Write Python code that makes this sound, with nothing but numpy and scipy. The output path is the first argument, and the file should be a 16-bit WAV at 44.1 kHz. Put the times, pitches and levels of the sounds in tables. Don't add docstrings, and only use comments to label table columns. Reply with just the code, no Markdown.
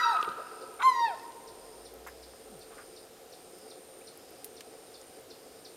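import sys
import numpy as np
from scipy import signal
from scipy.fft import rfft, irfft, next_fast_len
from scipy.io import wavfile
from scipy.ndimage import map_coordinates

SR = 44100
rng = np.random.default_rng(int(sys.argv[2]) if len(sys.argv) > 2 else 0)


def voltage_ratio(level):
    return 10 ** (np.asarray(level, float) / 20)


def dump(signal):
    limited = np.clip(np.atleast_2d(signal).T, -1, 1)
    pcm = np.round(limited * 32767).astype(np.int16)
    wavfile.write(sys.argv[1], SR, pcm)


N = 254016
T = np.arange(N) / SR

# (time [s], pitch [Hz], effort [dB], beak opening [dB])
NEAR_YELPS = [
    [(0, 975, -15, -29), (.042, 962, -20.5, -23.5), (.062, 941.4, -22, -28.5), (.105, 929, -22, -29),
     (.132, 814, -24.5, -46), (.16, 688, -31, -65), (.18, 650, -41, -52)],
    [(.79, 706, -35, -45), (.818, 919, -34, -40), (.834, 1019, -18, -30.5), (.862, 1055, -20, -33.5),
     (.9, 1024, -17.5, -32.5), (.945, 961.4, -21, -31.5), (1.05, 927.6, -20, -30),
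     (1.085, 844.4, -23.5, -38), (1.15, 612, -35.5, -56)],
]


def unit(x):
    return x / np.sqrt(np.mean(x ** 2) + 1e-20)


def along(points, hz):
    f, v = np.transpose(points)
    return np.interp(np.log(hz + 1), np.log(f + 1), v)


def wobble(rate, n=N):
    knots = rng.standard_normal(int(n * 2000 / SR) + 4)
    return map_coordinates(knots, [np.arange(n) * min(rate, 1990) / SR])


def filtered(x, response):
    m = next_fast_len(len(x) + SR // 2)
    return irfft(rfft(x, m) * response(np.fft.rfftfreq(m, 1 / SR)), m)[:len(x)]


def resonant(modes):
    def response(f):
        total = 0
        for k, (c, w, db) in enumerate(modes):
            total = total + (-1) ** k * voltage_ratio(db) * 1j * f * w / (c * c - f * f + 1j * f * w + 1e-9)
        return total
    return response


def note(rows, start=0.):
    s, *cols = np.transpose(rows)
    t = np.arange(round((s[-1] - s[0]) * SR)) / SR + s[0]
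    already_on = s[0] + start < .002
    edge = np.clip(np.minimum(t - s[0] + already_on, s[-1] - t) / min(.006, s[-1] / 8), 0, 1)
    first = max(round((s[0] + start) * SR), 0)
    return slice(first, first + len(t)), edge, [np.interp(t, s, c) for c in cols]


def glide(rows, start=0., db=0.):
    out = np.zeros(N + SR)
    where, edge, (hz, level_db) = note(rows, start)
    out[where] = np.sqrt(2) * edge * voltage_ratio(level_db + db) * np.sin(2 * np.pi * np.cumsum(hz) / SR)
    return out[:N]


def yelp(rows, hoarse_db, order, top_db):
    # (pitch [Hz], level [dB])
    windpipe = [(700, -10), (893, -12), (926, -3), (955, -11.5), (972, -34), (998, -5.5), (1016, -10),
                (1046, 1)]
    # (frequency [Hz], level [dB])
    throat = [(2000, 27), (2500, 10.5), (2900, -21.5), (3150, 3.5), (3800, -1.5), (4300, 3.5), (5000, -2.5),
              (6200, -8.5), (7300, -8), (8300, -15.5), (9400, -11), (10500, -10.5), (11500, -12.5),
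              (14500, -25)]
    second_db, second_follows, half_open_db = -22, .3, -39
    top_db_per_hz, taut_hz = 0.12, 1046
    out = np.zeros(N)
    where, edge, (hz, effort_db, beak_db) = note(rows)
    hz = signal.savgol_filter(hz, 601, 1)
    n = len(hz)
    phase = 2 * np.pi * np.cumsum(hz) / SR
    for k in range(1, 15):
        if k == 1:
            colour_db = along(windpipe, hz)
        elif k == 2:
            nearly_shut_db = np.minimum(beak_db - half_open_db, 0)
            colour_db = second_db + second_follows * nearly_shut_db + 4.0 * wobble(49.5, n)
        else:
            colour_db = beak_db + along(throat, k * hz) + 2.4 * wobble(24.7, n) + 3.15 * wobble(75.6, n)
            if k >= order:
                sag_hz = np.minimum(hz - taut_hz, 0)
                colour_db += top_db + (k - order + 1) ** .5 * top_db_per_hz * sag_hz
        roughness = k * voltage_ratio(hoarse_db)
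        smear = roughness * (wobble(300, n) + 1j * wobble(305, n))
        line = np.imag((1 + smear) * np.exp(1j * k * phase)) / np.sqrt(1 + 2 * roughness ** 2)
        out[where] += np.sqrt(2) * edge * voltage_ratio(effort_db + colour_db) * (k * hz < 15000) * line
    return out


def echo(x, decay, gap):
    hz, t, z = signal.stft(rng.standard_normal(2 * SR), SR, nperseg=256)
    tail = signal.istft(z * voltage_ratio(-60 * t / along(decay, hz)[:, None]), SR, nperseg=256)[1]
    tail = tail * np.clip(np.arange(len(tail)) / SR / gap, 0, 1)
    wet = signal.fftconvolve(x, tail / np.linalg.norm(tail))[:N]
    sway_s = 4.5e-5 * wobble(40)
    return map_coordinates(wet, [(T + sway_s) * SR])


def placed(call, trees_db, bank_db):
    # (frequency [Hz], t60 [s])
    trees = [(500, 0.29), (1000, 0.51), (2000, 0.56), (4000, 0.57), (9000, 0.27)]
    # (frequency [Hz], t60 [s])
    bank = [(500, 3.3), (1000, 1.6), (2000, 3.16), (4000, 2.3), (9000, 0.1)]
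    far = filtered(echo(call, bank, 0.095), lambda f: 1 / (1 + (f / 1600) ** 4))
    return call + voltage_ratio(trees_db) * echo(call, trees, 0.019) + voltage_ratio(bank_db) * far


def fading():
    # (centre [Hz], width [Hz], level [dB], t60 [s])
    lingering = [(1000, 41, -40, 1.9), (1300, 113, -34, 1.56), (1472, 190, -37, 1.62),
                 (1900, 180, -48.5, 1.3), (2630, 400, -55.5, 3.1), (3840, 1100, -52, 1.76)]
    out = np.zeros(N)
    for hz, width, db, t60 in lingering:
        band = filtered(rng.standard_normal(N), lambda f: np.exp(-((f - hz) / width) ** 2))
        out += voltage_ratio(db - 60 * T / t60) * unit(band)
    return out


def eagles():
    # (time [s], pitch [Hz], effort [dB], beak opening [dB])
    mate_yelp = [(.01, 1208, -49, -39), (.03, 1304, -30, -30), (.045, 1320, -25.5, -27),
                 (.1, 1323, -30.5, -19), (.135, 1298, -35.5, -9), (.165, 1277, -27.5, -34),
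                 (.19, 1249, -35.5, -57), (.205, 1231, -26, -54), (.225, 1205, -46, -52)]
    first = yelp(NEAR_YELPS[0], hoarse_db=-39, order=7, top_db=2.0)
    mate = yelp(mate_yelp, hoarse_db=-16, order=4, top_db=-9.5)
    last = yelp(NEAR_YELPS[1], hoarse_db=-37, order=7, top_db=4.0) + crack()
    calls = placed(first, -9.5, -19.0) + placed(mate, -7.5, -15.5) + placed(last, -12.5, -20.0)
    return calls + fading()


def breath():
    # (centre [Hz], width [Hz], level [dB])
    hiss_modes = [(2900, 1500, 3), (5200, 1400, 0), (12000, 4400, -3)]
    over_beak_db = -10
    out = np.zeros(N)
    for rows in NEAR_YELPS:
        where, edge, (hz, effort_db, beak_db) = note(rows)
        hiss = unit(filtered(rng.standard_normal(len(hz)), resonant(hiss_modes)))
        out[where] = edge * voltage_ratio(effort_db + beak_db + over_beak_db) * hiss
    return out


def drone():
    # (centre [Hz], width [Hz], level [dB])
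    hollow = [(273, 32.4, -10.5), (358.2, 21.5, -5.5), (446.7, 22.7, 0), (514, 20.6, -3.5), (536, 22, -3),
              (650, 27, -10.5), (711, 43, -9), (803, 74, -14.5), (1300, 85, -17.5)]
    start_db, recedes_db_per_s = -52, 0.46
    lumps = voltage_ratio(2.02 * wobble(35) + 0.61 * wobble(4.64)) * rng.standard_normal(N)
    band = lambda f: resonant(hollow)(f) / (1 + (200 / (f + 1)) ** 4) / (1 + (f / 1500) ** 4)
    return voltage_ratio(start_db - recedes_db_per_s * T) * unit(filtered(lumps, band))


def haze():
    # (centre [Hz], width [Hz], level [dB])
    far_insects = [(3800, 88, 0.5), (6740, 80, -1), (7260, 99, 1.5), (9400, 250, -0.5), (12200, 1400, -3.5)]
    bands = filtered(rng.standard_normal(N), lambda f: resonant(far_insects)(f) ** 2)
    return voltage_ratio(-70.5 + 1.9 * wobble(1.2)) * unit(bands)


def air():
    # (frequency [Hz], density [dB per Hz])
    hiss_spectrum = [(20, -11), (60, -1), (150, 0.5), (400, 7.5), (900, -0.5), (2000, -5), (4000, -6),
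                     (6500, -8), (10000, -10), (12500, -9), (15000, -11), (16000, -18.5)]
    drift_db = .3 * wobble(3)
    hiss = filtered(rng.standard_normal(N), lambda f: voltage_ratio(along(hiss_spectrum, f)))
    return voltage_ratio(-56 + drift_db) * unit(hiss)


def buzz(bouts, bodies, pulse_hz, depth, fade, far_db, swell_db):
    stroke_hz = pulse_hz * (1 + 0.0137 * wobble(4.41))
    stroke = 1 + np.clip(depth, 0, 1) * np.sin(2 * np.pi * np.cumsum(stroke_hz) / SR)

    def band(body):
        middle_hz = np.mean(body, 0)[0]
        return lambda f: resonant(body)(f) * np.exp(-((f - middle_hz) / 650) ** 2)

    slack, tense = (unit(stroke * filtered(rng.standard_normal(N), band(body))) for body in bodies)
    out = voltage_ratio(far_db) * unit(filtered(rng.standard_normal(N), band(bodies[0])))
    for start, end, end_db in bouts:
        done = np.clip((T - start) / (end - start), 0, 1)
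        gate = np.clip(np.minimum((T - start) / (3 * fade) + .5, (end - T) / fade + 1), 0, 1)
        voice = np.sqrt(1 - done) * slack + np.sqrt(done) * tense
        out += gate * voltage_ratio(end_db - swell_db * (1 - np.sqrt(done))) * voice
    return out


def cicadas():
    # (start [s], end [s], level at end [dB])
    bouts = [(0, .3, -59.5), (.34, .78, -58.5), (1.03, 1.88, -60), (2.19, 3.01, -60.5), (3.28, 4.11, -60),
             (4.3, 5.18, -61), (5.38, 5.76, -63.5)]
    # (centre [Hz], width [Hz], level [dB])
    bodies = [
        [(8715, 520, -6), (9100, 76, -7)],
        [(9120, 140, 1.5), (8780, 700, -7.5)],
    ]
    return buzz(bouts, bodies, pulse_hz=77.5, depth=.4, fade=.06, far_db=-69, swell_db=4.5)


def bursts(rows, breadth, rise, db, strike=0):
    out, t = np.zeros(N + SR), np.arange(SR // 4) / SR
    for s, peak_db, hz, t60 in rows:
        shape = voltage_ratio(-60 * t / t60) * (1 - np.exp(-t / (rise * t60)))
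        push = rng.standard_normal(len(t)) * shape + strike * (t == 0)
        burst = filtered(push, lambda f: resonant([(hz, breadth * hz, 0)])(f) ** 2)
        out[round(s * SR):][:len(t)] += voltage_ratio(peak_db + db) * burst / np.abs(burst).max()
    return out[:N]


def camera_body():
    # (time [s], peak [dB], centre [Hz], t60 [s])
    knocks = [(.003, -62, 82, 0.15), (.168, -36, 2600, .02), (.213, -40, 6000, .015),
              (.2275, -26.5, 2860, 0.011), (.228, -35, 418, 0.01), (.245, -35, 2560, 0.019),
              (.316, -44, 3180, 0.039), (.272, -56, 74.7, 0.12), (.277, -33, 389, 0.0095),
              (.289, -38.5, 3800, 0.026), (1.195, -44, 3900, .02), (.998, -44, 5540, 0.0097),
              (1.145, -49, 3800, .03), (1.32, -46.5, 4010, .02), (2.064, -38, 1080, 0.09),
              (2.334, -47, 1300, 0.013), (.236, -41, 13200, .04), (4.446, -38.5, 11390, 0.081),
              (5.014, -40.5, 6500, 0.019)]
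    # (time [s], peak [dB], centre [Hz], t60 [s])
    snaps = [(.2272, -35, 6030, 0.0092), (.275, -41, 218, 0.16), (4.4444, -26, 9500, 0.024),
             (4.4444, -33, 4200, 0.026), (4.6072, -27.5, 2840, 0.028), (4.611, -50, 3800, 0.019)]
    # (time [s], peak [dB], centre [Hz], t60 [s])
    scrapes = [(.375, -42, 580, 0.16), (1.46, -64, 66.4, 0.24), (2.064, -42.5, 1720, 0.08),
               (2.066, -44.5, 7100, 0.058), (2.066, -46, 13000, 0.066), (2.7, -50.5, 1200, 0.24),
               (2.71, -58, 2620, 0.13), (2.775, -44.5, 1410, 0.13)]
    # (time [s], peak [dB], centre [Hz])
    ticks = [(0.74, -37, 11640), (1.006, -43, 14800), (1.087, -42, 10600), (1.2316, -37, 13270),
             (1.939, -34, 12040), (1.9884, -43, 13600), (2.098, -39, 10600), (2.5112, -46, 13100),
             (2.593, -37, 12800), (3.5049, -47, 12800), (3.5848, -34, 14200), (3.9883, -39, 13400),
             (4.1745, -32.5, 11000), (4.3061, -35, 13100), (4.4444, -20, 12200), (5.5593, -50, 13380)]
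    tick_t60_s = .0097
    out = bursts(knocks, breadth=0.5, rise=0.0044, db=0.3)
    out += bursts(snaps, breadth=2.82, rise=0.0063, db=-1.6, strike=4.8)
    out += bursts(scrapes, breadth=0.51, rise=0.26, db=2.2)
    out += bursts([(*row, tick_t60_s) for row in ticks], breadth=0.24, rise=0.011, db=-7.5, strike=2.1)
    return out


def crickets():
    # (start [s], end [s], level at end [dB])
    bouts = [(.42, .68, -65), (.98, 1.26, -64), (1.56, 1.86, -67), (2.04, 2.42, -67), (2.75, 3.05, -66.5),
             (3.33, 3.48, -71), (3.52, 3.69, -63.5), (4.14, 4.42, -66.5), (4.68, 5.0, -69),
             (5.11, 5.17, -66), (5.34, 5.6, -67.5)]
    # (centre [Hz], width [Hz], level [dB])
    bodies = [
        [(4840, 530, -8), (5290, 440, -8)],
        [(4600, 2600, -9), (5280, 730, -4)],
    ]
    return buzz(bouts, bodies, pulse_hz=104, depth=0.42, fade=0.034, far_db=-74.0, swell_db=-1.5)


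def chip():
    from_hz, to_hz, fall_s, length_s = 6600, 2974, .011, .024
    peak_s, rise_db, fade_db = 0.0083, 3.5, 11.5
    s = np.linspace(0, length_s, 25)
    hz = to_hz + (from_hz - to_hz) * np.exp(-s / fall_s)
    level_db = np.interp(s, [0, peak_s, length_s], [-rise_db, 0, -fade_db])
    return np.transpose([s, hz, level_db])


def small_bird():
    # (time [s], peak [dB])
    calls = [(0.611, -47), (1.474, -43.5), (1.852, -44.5), (2.2255, -45), (2.608, -45), (2.9602, -44),
             (3.322, -43), (3.701, -42), (4.0693, -43), (4.5655, -43), (4.9386, -42.5), (5.3012, -41.5),
             (5.6475, -41.5)]
    chips = sum(glide(chip(), s - .0022, db - 11.5) for s, db in calls) * voltage_ratio(2.2 * wobble(350))
    t = np.arange(SR // 4) / SR
    leaves = rng.standard_normal(len(t)) * voltage_ratio(-60 * t / 0.3)
    return chips + voltage_ratio(1.5) * signal.fftconvolve(chips, leaves / np.linalg.norm(leaves))[:N]


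def crack():
    # (time [s], level [dB], brightness [dB])
    breaking = [(.79, -51, -16), (.802, -37, -10), (.812, -32, -23), (.822, -35, 0), (.83, -34, -3),
                (.842, -60, -20)]
    # (centre [Hz], width [Hz], level [dB])
    rasp = [(1220, 620, 3), (1565, 410, 2.5)]
    # (centre [Hz], width [Hz], level [dB])
    rasp_edge = [(2100, 860, 3.5), (3800, 590, 3.5), (8100, 8300, -8.5)]
    out = np.zeros(N)
    where, edge, (level_db, bright_db) = note(breaking)
    flaps = voltage_ratio(2.1 * wobble(538, len(edge))) * rng.standard_normal(len(edge))
    low, high = (unit(filtered(filtered(flaps, resonant(m)), resonant(m))) for m in (rasp, rasp_edge))
    out[where] = edge * voltage_ratio(level_db) * (low + voltage_ratio(bright_db) * high)
    return out


def motor():
    on_s, cut_s, still_s = 1.34, 2.34, 3.05
    idle_hz, full_hz, wind_up_s, coast_s = 24, 62.3, 0.86, 0.86
    full_db, louder_with_speed = -63, 2.7
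    slack_db, slack_s = 16, .04
    s = np.linspace(on_s, still_s, 200)
    hz = idle_hz + (full_hz - idle_hz) * np.sin(np.pi / 2 * np.clip((s - on_s) / wind_up_s, 0, 1))
    hz = hz * np.exp(-np.maximum(s - cut_s, 0) / coast_s)
    level_db = full_db + louder_with_speed * 20 * np.log10(hz / full_hz)
    level_db -= slack_db * np.exp(-((s - cut_s - slack_s) / slack_s) ** 2)
    return glide(np.transpose([s, hz, level_db])) * voltage_ratio(1.6 * wobble(20.0))


def groan():
    # (time [s], pitch [Hz], level [dB])
    falling = [(2.49, 239, -67), (2.525, 218, -54.5), (2.56, 159, -57.5), (2.6, 105, -67), (2.63, 84, -78)]
    return glide(falling)


def peep():
    # (time [s], pitch [Hz], level [dB])
    rising = [(4.005, 2050, -66), (4.015, 2380, -59), (4.028, 2950, -66)]
    return glide(rising)


def scene():
    birds = eagles() + breath() + small_bird() + peep()
    insects = haze() + cicadas() + crickets()
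    distance = drone() + air()
    handling = camera_body() + motor() + groan()
    return (birds + insects + distance + handling)[None]


def low_pass(x):
    return signal.sosfilt(signal.butter(12, 16440, fs=SR, output="sos"), x)


def record(dry):
    top_hz = 15830
    mix = filtered(dry[0], lambda f: (f < top_hz) / np.sqrt(1 + (f / 14500) ** 12))[None]
    return low_pass(mix)


dry = scene()
out = record(dry)
dump(out)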